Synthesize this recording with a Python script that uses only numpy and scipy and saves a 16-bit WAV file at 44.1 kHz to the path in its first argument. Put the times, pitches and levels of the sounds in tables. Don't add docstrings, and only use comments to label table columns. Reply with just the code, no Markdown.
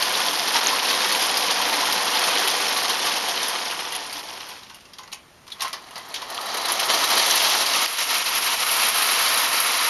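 import sys
import numpy as np
from scipy import signal
from scipy.fft import rfft, irfft, next_fast_len
from scipy.io import wavfile
from scipy.ndimage import uniform_filter1d, map_coordinates

SR = 44100
rng = np.random.default_rng(int(sys.argv[2]) if len(sys.argv) > 2 else 0)


def pcm_store(signal):
    levels = np.round(np.clip(np.atleast_2d(signal), -1, 1) * 32767)
    wavfile.write(sys.argv[1], SR, levels.astype(np.int16).T)


def voltage_ratio(decibels):
    exponent = np.asarray(decibels, float) / 20
    return 10 ** exponent


N = 436149

STAGE_S = (0, 4.9, 7.87, 9.89)
# time in [s], rattle in [dB].
LEAVING = [
    (0, -23.5),
    (1.9, -23.5),
    (2.3, -22.5),
    (2.7, -24.5),
    (3.3, -27),
    (3.65, -30.5),
    (4.2, -34.5),
    (4.55, -42),
    (4.75, -54),
    (5.25, -62),
]
# time in [s], rattle in [dB], speed [0-1].
STARTING = [(5.5, -54, 0.5), (5.78, -50.5, 0), (6.05, -45, 0), (6.2, -42.5, 0), (6.24, -42, 0),
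            (6.5, -33, 0.1), (6.9, -23.5, 0.57), (7.38, -19, 0.98), (8.1, -23, 1), (8.6, -23, 0.97),
            (8.85, -22.5, 0.83), (9.2, -21.5, 0.87), (9.89, -22.5, 0.91)]
# time in [s],
# level in [dB].
AIR_LEVEL = [(0, -1.5), (1.3, -1.5), (2.15, -0.5), (2.45, -2), (4, 0), (5.53, -1), (5.66, 11), (5.8, -5),
             (6.3, -6), (7, -1), (8.84, 0), (9.89, 2.5)]
# time in [s], share [1].
RAGGED = [(0, 1.26), (3, 1.18), (4.6, 1.55), (6.1, 1.4), (6.5, 1), (7.8, 0.84), (8.7, 0.84), (9.89, 0.63)]
# frequency in [Hz], density in [dB per Hz].
BODY = [
    [(71, -66), (120, -33.5), (191, -11.5), (286, -12.5), (497, -3), (605, -5.5), (950, -4.5), (1280, -3), (1900, -4), (2470, -10), (4180, -120)],
    [(71, -60), (120, -24), (279, -9), (347, -7.5), (605, -2.5), (687, 2.5), (1210, -1.5), (1490, -11), (1900, -3.5), (2470, -57), (4180, -120)],
    [(71, -59), (120, -36), (276, -11.5), (343, -15.5), (503, -7.5), (565, -10.5), (671, -4), (1120, -4), (1900, -5.5), (2470, -42), (4180, -120)],
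]
TIN = [
    [(940, -28), (1600, -17), (2530, -1.5), (3130, 1), (3740, -0.5), (4070, -2), (4990, 0), (6530, -5), (7210, -12.5), (7700, -11), (10000, -27), (16900, -120)],
    [(940, -27), (1600, -6.5), (1860, -4.5), (2370, -2.5), (3210, 2), (3570, -1), (3860, 1), (4770, -0.5), (6360, -2), (7260, -15), (7700, -40), (10000, -44), (16900, -120)],
    [(940, -27), (1600, -22), (1850, -2.5), (2010, -8), (2180, -1.5), (3130, -0.5), (3360, -3), (4100, -4.5), (5770, -3.5), (7020, -10), (7700, -13), (10000, -43), (16900, -120)],
]
FIZZ = [
    [(4760, -45), (8100, -14), (8540, 3), (9610, 10.5), (11400, 10.5), (12200, 8), (15900, -35), (22000, -120)],
    [(4760, -39), (8100, 8), (8440, -3.5), (9270, 3), (11000, 4), (11500, 1.5), (12400, 1), (16100, -40), (22000, -120)],
    [(4760, -67), (8100, -11.5), (9230, -3), (10000, -2.5), (10900, 2), (11500, 0), (12400, -5), (16100, -38), (22000, -120)],
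]
# centre in [Hz], width in [Hz], level in [dB].
HOLLOW = [
    [(292, 16.6, -5), (690, 22, 1), (752, 19, 3.5), (879, 66, 2), (1018, 53, 3), (1161, 35, 1)],
    [(685, 33, -4), (926, 21, 4), (1052, 78, 2.5), (1295, 150, 1), (2150, 390, -4)],
]
# centre in [Hz], width in [Hz], level in [dB].
PANELS = [(3200, 140, 0.5), (3950, 124, 13.5), (4280, 220, 4.5), (4660, 93, 12.5)]
ROOF = [(11280, 270, 0)]
BOILER = [(1030, 280, -1), (2020, 140, -0.5)]
# time in [s], extra level in [dB], half length in [s].
FIRST_SHUDDERS = [(0.031, -5, 0.0063), (0.106, -3, 0.036), (0.289, 2, 0.011), (0.322, -5, 0.005),
                  (0.567, 5, 0.014), (0.606, -9, 0.0027), (0.624, -2, 0.033), (0.814, -7, 0.0087),
                  (0.903, 2, 0.027), (1.129, 0, 0.014), (1.225, 5.5, 0.0081), (1.491, -3, 0.011),
                  (1.508, 5, 0.0075), (2.168, 2, 0.02), (2.283, 4.5, 0.014), (2.479, 1, 0.011),
                  (2.713, 1, 0.015), (2.898, 3, 0.013), (3.074, 6, 0.017), (3.172, 6, 0.01),
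                  (3.306, 0, 0.009), (3.43, 2, 0.011), (3.797, 5.5, 0.0089), (4.09, -2.5, 0.03),
                  (4.224, -8, 0.005), (4.256, -2, 0.012)]
SECOND_SHUDDERS = [(6.55, 7, 0.0051), (6.583, 2, 0.0091), (6.69, 1, 0.004), (6.708, 5.5, 0.014),
                   (6.767, -2, 0.028), (6.878, -4.5, 0.02), (6.901, 7, 0.011), (6.95, 3, 0.0063),
                   (7.067, -5, 0.014), (7.116, 4, 0.01), (7.182, 3, 0.0095), (7.2, 2, 0.0055),
                   (7.309, 2.5, 0.0092), (7.392, -6, 0.007), (7.654, -6, 0.014), (7.708, -4.5, 0.02),
                   (7.753, 3, 0.03), (7.826, 5, 0.0074), (7.989, 5, 0.0058), (8.014, 10, 0.018),
                   (8.376, 1.5, 0.028), (8.84, 4, 0.03), (9.501, -4, 0.02), (9.618, -3.5, 0.015)]
SHUDDER_SHARES = (.65, .8, .5)
# time in [s], peak in [dB], ring in [Hz].
FIRST_JOINTS = [(0.0245, -1, 4430), (0.1523, -14, 3700), (0.218, -19, 3090), (0.2838, -11, 3400),
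                (0.3955, -12, 2980), (0.4757, -4, 4170), (0.7846, -27, 3200), (0.848, -6, 2680),
                (0.8998, -3, 4630), (0.948, -9, 3800), (1.1218, 0.5, 4600), (1.1493, -14, 3230),
                (1.2194, -5, 4900), (1.3705, -2, 4870), (1.509, -3, 4800), (1.6207, -21, 3950),
                (1.7938, -17, 4190), (1.854, -8, 3170), (1.924, 0.5, 4860), (2.1415, -9, 3340),
                (2.2383, -3, 4140), (2.474, 1.5, 3340), (2.6808, -5, 5400), (2.769, -2, 4100),
                (2.893, -4, 3200), (3.1168, -7, 2750), (3.166, -9, 2770), (3.2857, -4, 3300),
                (3.43, -5, 3530), (3.62, -24, 4750), (3.71, -8, 2860)]
SECOND_JOINTS = [(6.5439, -19, 11300), (6.5694, -6, 4000), (6.6527, -6, 3970), (6.6841, -5, 5030),
                 (6.7195, -3, 10540), (6.7938, -1, 3120), (6.8956, -7, 3060), (6.9435, -7, 4280),
                 (7.0393, 0, 4000), (7.1241, -12, 4140), (7.1765, -5, 3250), (7.3092, -15, 4000),
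                 (7.3561, -3, 11200), (7.398, -9, 3230), (7.608, -3, 4100), (7.6634, -5, 4720),
                 (7.7352, -8, 2810), (7.9826, -11, 3390), (8.1009, -3.5, 4670), (8.1523, -6, 4730),
                 (8.2585, -6, 4120), (8.3363, -16, 5000), (8.3777, -9, 10800), (8.713, -5, 11200),
                 (8.8297, -4, 2500), (8.8851, -3, 11000), (9.1151, -4, 10900), (9.22, -10, 3070),
                 (9.3675, -19, 3130), (9.602, -4, 11100)]
# time in [s], peak in [dB],
# pitch in [Hz].
SPIKES = [(0.0249, -7.0, 4390.0), (0.2848, -8, 4610.0), (0.3965, -6, 4780.0), (0.7859, -8, 2500),
          (0.9011, -8, 4650.0), (0.9303, -12, 3830.0), (1.0315, -10, 4900), (1.1505, -9, 2840.0),
          (1.3705, -9, 4780.0), (1.5095, -8.0, 4310.0), (1.9253, -7, 4870.0), (2.1428, -9.0, 3320.0),
          (3.792, -16, 3190.0), (4.2868, -21, 4690.0), (4.3058, -22.0, 2980), (4.4316, -23, 2670.0),
          (7.1778, -8, 3270.0), (7.3102, -3, 5990.0), (7.9835, -13, 3140.0)]
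MORE_SPIKES = [(0.0795, -15, 4540), (0.1533, -9, 3600), (0.2177, -12, 3230), (0.3113, -13, 3140),
               (0.4919, -8, 4350), (0.6155, -16, 3880), (0.6632, -8, 4400), (0.6742, -9, 3900), (0.6926, -7, 2600),
               (0.7991, -11, 2970), (0.8577, -10, 4480), (0.9505, -7, 4310), (1.0054, -8, 4310),
               (1.0464, -14, 4870), (1.1234, -10, 4440), (1.3424, -8, 4900), (1.9033, -19, 3660),
               (2.1719, -8, 4220), (2.3746, -6, 3170), (2.483, -6, 2980), (3.3967, -17, 3320), (3.4318, -9, 5860),
               (3.9084, -20, 2410), (3.9644, -11, 10340), (4.0966, -21, 5210), (4.1874, -20, 2840),
               (4.2313, -26, 2630), (6.5018, -18, 4260), (6.5701, -16, 4180), (6.5849, -16, 4130),
               (6.6028, -21, 5640), (6.6277, -19, 4440), (6.6572, -16, 4130), (6.685, -14, 5170),
               (6.7389, -16, 3830), (6.7949, -19, 3000), (6.8117, -11, 4130), (6.9022, -13, 3270),
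               (6.9464, -8, 4180), (7.0421, -16, 3880), (7.131, -12, 4050), (7.199, -7, 3140), (7.2365, -12, 4260),
               (7.2645, -8, 4090), (7.3569, -7, 11150), (7.6642, -7, 4650), (7.7372, -7, 4130), (7.7533, -8, 2710),
               (7.8797, -4, 4910), (8.3377, -13, 2840), (8.3787, -13, 2020), (8.6648, -15, 2330),
               (8.6797, -10, 10940), (8.6929, -8, 3010), (9.1993, -11, 2020), (9.3234, -9, 11110),
               (9.4196, -13, 10770), (9.6028, -6, 10980), (9.6257, -14, 2070), (9.7744, -13, 4220),
               (9.8715, -10, 11020)]
# time in [s], peak in [dB], pitch in [Hz].
BOOMS = [(0.553, -11, 918), (0.73, -13, 1060), (1.145, -17, 967), (1.602, -13, 967), (1.719, -19, 890),
         (1.777, -13, 990), (1.829, -14, 1040), (2.003, -19, 1050), (2.078, -18, 1000), (2.342, -17, 990),
         (2.776, -19, 1130), (2.822, -21, 1026), (2.898, -18, 1054), (3.068, -21, 1153)]
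# time in [s], peak in [dB], pitch in [Hz], t60 in [s].
CLINKS = [(0.6708, 0.5, 6450, .006), (6.3785, -7.5, 3300, .0035), (6.225, -27, 1000, .09),
          (6.387, -24, 1230, .05), (5.648, -22, 1060, .16), (5.622, -25, 1090, .07),
          (5.674, -29, 2100, .05), (4.993, -40, 1030, .3), (5.1338, -20, 5600, .005),
          (5.1285, -23, 4400, .006), (5.519, -26, 3800, 0.045), (5.521, -29, 4230, .04),
          (5.522, -30, 3400, .09), (6.087, -37, 11500, 0.027), (6.72, -7, 10800, .005)]
# time in [s], peak in [dB], body in [dB over peak], ring in [Hz], fizz in [dB over peak].
SNAPS = [(0.5538, -18, 0, 4200, -18), (3.4818, -16.5, -4, 3440, -4), (3.9224, -15.5, -7, 3190, -12),
         (3.9495, -15.5, -12, 3120, -12), (4.126, -18.5, -23, 4330, -10.5), (4.19, -23, -20, 4300, -15),
         (4.4864, -31, -15, 4200, -5), (4.697, -28, -5, 3050, -20), (4.744, -31, -18, 3230, -10),
         (4.984, -25, -6, 3760, -17), (5.5199, -26.5, -21, 4120, -11), (5.606, -13.5, -12, 3960, -19),
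         (5.6196, -13, -10, 5540, -9), (5.6487, -25, -5, 3100, -14), (5.7291, -14, -7, 4740, -16),
         (5.956, -21, -3.5, 4500, -17), (6.141, -12, -30, 4110, -18), (6.218, -18.5, -8, 3800, -19),
         (6.26, -37, -9, 4000, -12), (6.301, -21, -20, 4260, -10), (6.41, -26, -11, 4690, -4)]
TICKS = [(4.6322, -28, -12, 4100, -21), (4.806, -30, -23, 2800, -22), (4.8525, -32, -17, 2890, -21),
         (4.934, -26, -19, 4940, -19), (5.0328, -27.5, -4, 6170, -21), (5.076, -31, 0, 2330, -19),
         (5.117, -29, -8, 4240, -15), (5.125, -18.5, -6.5, 2890, -16), (5.13, -19, -20, 6220, -14),
         (5.143, -28, -28, 2820, -8), (5.4672, -33, -1, 2720, -15), (5.4776, -27.5, -6, 5470, -16),
         (5.5016, -28, -26, 3780, -16), (5.679, -21, -19, 2120, -11), (5.843, -41, -8, 3100, -12),
         (5.868, -40, -12, 2500, -8), (5.908, -30, 0, 3130, -11), (5.979, -22.5, -5, 4850, -10),
         (5.596, -28, 4, 3900, -18), (6.16, -13, -25, 3370, -28), (6.168, -26, -19, 4080, -29),
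         (6.2845, -32, -6, 3930, -13), (6.345, -22, -14, 4900, -7), (6.4595, -24, 0, 3970, -4)]
# frequency in [Hz], t60 in [s].
ROOM = [(200, 0.39), (2000, 0.27), (10000, 0.095)]
# frequency in [Hz], level in [dB].
HUSH = [(25, -13), (60, -2), (200, -1.5), (1200, -6), (2500, -11), (5500, -17), (7300, -18), (9000, -17),
        (13000, -20)]
# time in [s], depth in [dB], recovery in [s].
DUCKS = [(2.295, 3.5, .05), (8.904, 2, 0.058), (7.864, 7, 0.35), (8.035, 2, 0.062), (8.23, 6.5, 0.048),
         (8.295, 2, 0.064), (8.39, 4.5, 0.051), (8.555, 5, 0.065), (8.639, 4.5, 0.059)]
# time in [s], notch in [Hz], top in [Hz].
EDGE = [(0, 7850, 12300), (2.9, 7850, 12200), (3.3, 7830, 12000), (4, 7780, 11900), (4.15, 7820, 12100),
        (4.7, 7900, 12450), (6.3, 7900, 12720), (9.5, 7920, 12550), (9.89, 7900, 12250)]


def unit(x):
    return x / np.sqrt(np.mean(x ** 2) + 1e-20)


def along(points, hz):
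    f, v = np.transpose(points)
    return np.interp(np.log(hz + 1), np.log(f + 1), v)


def curves(rows):
    s, *cols = np.transpose(rows)
    return [np.interp(np.arange(N) / SR, s, c) for c in cols]


def wobble(rate):
    return map_coordinates(rng.standard_normal(int(N * rate / SR) + 4), [np.arange(N) * rate / SR])


def filtered(x, response):
    m = next_fast_len(len(x) + SR // 4)
    return irfft(rfft(x, m) * response(np.fft.rfftfreq(m, 1 / SR)), m)[:len(x)]


def resonant(modes):
    return lambda f: sum((-1) ** k * voltage_ratio(db) * 1j * f * w / (c * c - f * f + 1j * f * w)
                         for k, (c, w, db) in enumerate(modes))


def staged(x, responses):
    out, pad = np.zeros(N + 2 * SR), SR // 4
    x = np.pad(x, (pad, SR))
    for start, end, response in zip(STAGE_S, STAGE_S[1:], responses):
        a, b = round(start * SR), round(end * SR) + 1
        out[a:b + 2 * pad] += filtered(np.pad(x[a + pad:b + pad], pad), response)
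    return out[pad:pad + N]


def coloured(x, spectra):
    hz = np.linspace(0, SR / 2, 4096)
    tint = lambda c: lambda f: voltage_ratio(along(c, f)) / np.sqrt(np.mean(voltage_ratio(along(c, hz)) ** 2))
    return staged(x, [tint(c) for c in spectra])


def hollow(x):
    first, second = HOLLOW
    return staged(x, [resonant(first), resonant(second), resonant(second)])


def levels():
    t = np.arange(N) / SR
    away_db, = curves(LEAVING)
    first = [away_db - 4.5, away_db, away_db - 13 + 0.07 * (away_db + 24)]

    near_db, speed = curves(STARTING)
    lurch_s, rise_s, fall_s = 5.65, 0.045, 0.065
    off = np.where(t < lurch_s, (lurch_s - t) / rise_s, (t - lurch_s) / fall_s)
    lurch_db = 15 * np.exp(-off ** 2)
    near_db = near_db + lurch_db
    slow_body_db, fast_body_db = 1.2, -9
    body_db = near_db - 0.5 * lurch_db + slow_body_db + speed * (fast_body_db - slow_body_db)
    far_fizz_db = 3.5 * np.clip(t - STAGE_S[2], 0, 1)
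    second = [body_db, near_db, near_db - 10.5 + far_fizz_db]

    shudders = list(FIRST_SHUDDERS) + list(SECOND_SHUDDERS)
    shudder_db = sum(db * np.clip(1 - np.abs(t - s) / (2 * half), 0, 1) for s, db, half in shudders)
    return np.where(t < STARTING[0][0], first, second) + np.outer(SHUDDER_SHARES, shudder_db)


def bumps(rate, spread_db, most_db, t60, crack, count=8):
    t = np.arange(SR // 12) / SR
    out = np.zeros(N)
    for part in range(count):
        place, life, phase = rng.random((3, 30, 1))
        hz = 13000 * np.abs(part + 3 * place - 1) / count
        modes = np.sin(2 * np.pi * (hz * t + phase)) * voltage_ratio(-60 * t / (t60 * (0.26 + life)))
        ring = modes.sum(axis=0) / 5 * (1 - np.exp(-t / 0.0005))
        ring += crack * rng.standard_normal(len(t)) * voltage_ratio(-60 * t / 0.0026)
        when, size, sign = rng.random((3, 6000))
        size_db = most_db * np.tanh(-spread_db * np.log(size) / most_db)
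        struck = np.arange(len(when)) < rate / count * N / SR
        knocks = np.bincount((when * N).astype(int), struck * voltage_ratio(size_db) * np.sign(sign - 0.5), N)
        out += signal.oaconvolve(knocks, ring)[:N]
    lines = rfft(out)
    return unit(irfft(lines / np.sqrt(uniform_filter1d(np.abs(lines) ** 2, size=1200) + 1e-9), N))


def grit():
    when, size, sign = rng.random((3, int(700 * N / SR)))
    size_db = np.minimum(-5 * np.log(size), 12.5)
    ticks = np.bincount((when * N).astype(int), voltage_ratio(size_db) * np.sign(sign - 0.5), N)
    t = np.arange(-SR // 500, SR // 200) / SR
    tick = rng.standard_normal(len(t)) * voltage_ratio(-60 * np.abs(t) / 0.003 * (1.5 + (t < 0)))
    return unit(signal.oaconvolve(ticks, tick)[:N])


def rolling():
    body_db, tin_db, fizz_db = levels()
    ragged, = curves(RAGGED)
    _, speed = curves(STARTING)
    shake_db = ragged * (0.25 * wobble(9) + 1.2 * np.tanh(0.53 * wobble(40)))
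    rattle = bumps(rate=1500, spread_db=3.5, most_db=15, t60=0.055, crack=0.65)

    def blend(share):
        return share * rattle + np.sqrt(1 - np.clip(share, 0, 1) ** 2) * rng.standard_normal(N)

    air = voltage_ratio(curves(AIR_LEVEL)[0]) * unit(hollow(rng.standard_normal(N)))
    roar = coloured(blend(0.5 * ragged), BODY) + air

    panels = voltage_ratio(-5.5) * unit(filtered(blend(0.9), resonant(PANELS)))
    panels = panels * voltage_ratio(5 * (1 - speed) * (np.arange(N) > STAGE_S[1] * SR))
    roofs = voltage_ratio(-17.5) * speed * unit(filtered(blend(0.97), resonant(ROOF)))
    ticks = 0.4 * grit()
    clatter = coloured(blend(0.71 * ragged) + ragged * ticks, TIN) + panels + roofs
    sizzle = coloured(blend(0.94) + 0.5 * ragged * ticks, FIZZ)

    body = voltage_ratio(body_db - 0.4 + shake_db) * roar
    tin = voltage_ratio(tin_db - 3.0 + shake_db + 0.12 * wobble(15)) * clatter
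    fizz = voltage_ratio(fizz_db + 1.5 + 0.5 * shake_db + 0.35 * wobble(15)) * sizzle
    return body + tin + fizz


def hush():
    return voltage_ratio(-52.5) * unit(filtered(rng.standard_normal(N), lambda hz: voltage_ratio(along(HUSH, hz))))


def joints():
    ping, tin, fizz = np.zeros((3, N + SR))
    t = np.arange(SR // 12) / SR
    swell = 1 - np.exp(-t / 0.005)
    for s, db, hz in list(FIRST_JOINTS) + list(SECOND_JOINTS):
        fizz_db = -9.5 if s > STAGE_S[1] else -11.5
        fizz_db += 3.5 * (hz > SR / 6)
        noise = rng.standard_normal((2, len(t))) * voltage_ratio(db - 12.0 - 60 * t / 0.047) * swell
        ping_level = voltage_ratio(-13.5 + 0.45 * db - 60 * t / 0.015) * (1 - np.exp(-t / 0.00022))
        at = slice(round(s * SR), round(s * SR) + len(t))
        ping[at] += ping_level * np.sin(2 * np.pi * hz * t)
        tin[at] += noise[0]
        fizz[at] += voltage_ratio(fizz_db + 7.5) * noise[1]
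    return ping[:N] + coloured(tin[:N], TIN) + coloured(fizz[:N], FIZZ)


def room(x):
    hz, t, z = signal.stft(rng.standard_normal(SR // 3), SR, nperseg=256)
    tail = signal.istft(z * voltage_ratio(-60 * t / along(ROOM, hz)[:, None]), SR, nperseg=256)[1]
    return signal.oaconvolve(np.pad(x, (200, 0)), tail / np.linalg.norm(tail))[:N]


def clinks():
    out, t = np.zeros(N + SR), np.arange(SR // 10) / SR
    booms = [(s, db - 5, hz, 0.099) for s, db, hz in BOOMS]
    spikes = [(s, db - 0.5, hz, 0.0057) for s, db, hz in list(SPIKES) + list(MORE_SPIKES)]
    for s, db, hz, t60 in list(CLINKS) + booms + spikes:
        pair = np.sin(2 * np.pi * hz * t) + 0.18 * np.sin(2 * np.pi * 0.95 * hz * t)
        out[round(s * SR):][:len(t)] += voltage_ratio(db - 60 * t / t60) * (1 - np.exp(-t / 0.00019)) * pair
    return out[:N]


def snaps():
    body, tin, fizz, clink = np.zeros((4, N + SR))
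    t = np.arange(SR // 3) / SR
    rise = 1 - np.exp(-t / 0.0022)
    tick_t60, snap_t60 = 0.047, 0.088
    blows = [(*row, tick_t60) for row in TICKS] + [(*row, snap_t60) for row in SNAPS]
    for s, db, body_db, hz, fizz_db, t60 in blows:
        noise = rng.standard_normal((3, len(t)))
        spread, phase = rng.random((2, 7, 1))
        jangle = voltage_ratio(db - 12.5) * (voltage_ratio(-60 * t / t60) + 2.0 * voltage_ratio(-60 * t / 0.012)) * rise
        panel_hz = hz * (1 + 0.245 * (spread - 0.5))
        panel = np.sin(2 * np.pi * (panel_hz * t + phase)).sum(axis=0)
        boom = voltage_ratio(db + body_db - 18.0) * (1 - np.exp(-t / 0.0045)) * voltage_ratio(-60 * t / (1.08 * t60))
        at = slice(round(s * SR), round(s * SR) + len(t))
        tin[at] += jangle * noise[0]
        fizz[at] += voltage_ratio(fizz_db + 10) * voltage_ratio(-60 * t / 0.46) * jangle * noise[1]
        clink[at] += 0.44 * jangle * voltage_ratio(-60 * t / 0.15) * panel
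        body[at] += boom * noise[2]
    hum = voltage_ratio(1) * coloured(body[:N], BODY) + voltage_ratio(28.0) * filtered(body[:N], resonant(BOILER))
    return hum + clink[:N] + coloured(tin[:N], TIN) + coloured(fizz[:N], FIZZ)


def scene():
    knocks = snaps() + joints()
    return (rolling() + knocks + clinks() + voltage_ratio(-6.0) * room(knocks) + hush())[None]


def roll_off(x):
    return signal.sosfilt(signal.butter(12, 13480, fs=SR, output="sos"), x)


def record(dry):
    t = np.arange(N) / SR
    duck_db = sum(-db * (t > s) * np.clip(1 - ((t - s) / (0.71 * back)) ** 2, 0, 1) for s, db, back in DUCKS)
    treble = filtered(dry[0], lambda f: f > EDGE[0][1])
    ducked = (dry[0] - treble) * voltage_ratio(duck_db) + treble * voltage_ratio(0.86 * duck_db)

    hz, s, z = signal.stft(ducked[None], SR, nperseg=2048)
    hz = hz[:, None]
    frame = np.minimum((s * SR).astype(int), N - 1)
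    when, *edges = np.transpose(EDGE)
    notch_hz, top_hz = (np.interp(s, when, edge) for edge in edges)
    below = 300 + 90 * wobble(10)[frame]
    above = 215 + 55 * wobble(10)[frame]
    kept = (hz < notch_hz - below) | (hz > notch_hz + above)
    off = (hz - notch_hz) / 300
    notch = (off ** 2 / (1 + off ** 2)) ** 1.1 * np.where(kept, 1, voltage_ratio(-40))
    top = voltage_ratio(-np.clip(hz - top_hz, 0, 100))
    loud = uniform_filter1d(np.sum(np.abs(z[0]) ** 2, axis=0), size=9) > voltage_ratio(-60)
    gaps = loud & (wobble(16)[frame] > 0.6)
    bass = np.where((hz < 130) & gaps, voltage_ratio(-25), voltage_ratio(0.65 * (hz < 130)))
    mix = signal.istft(z * notch * top * bass, SR, nperseg=2048)[1][:, :N]
    return roll_off(mix)


dry = scene()
out = record(dry)
pcm_store(out)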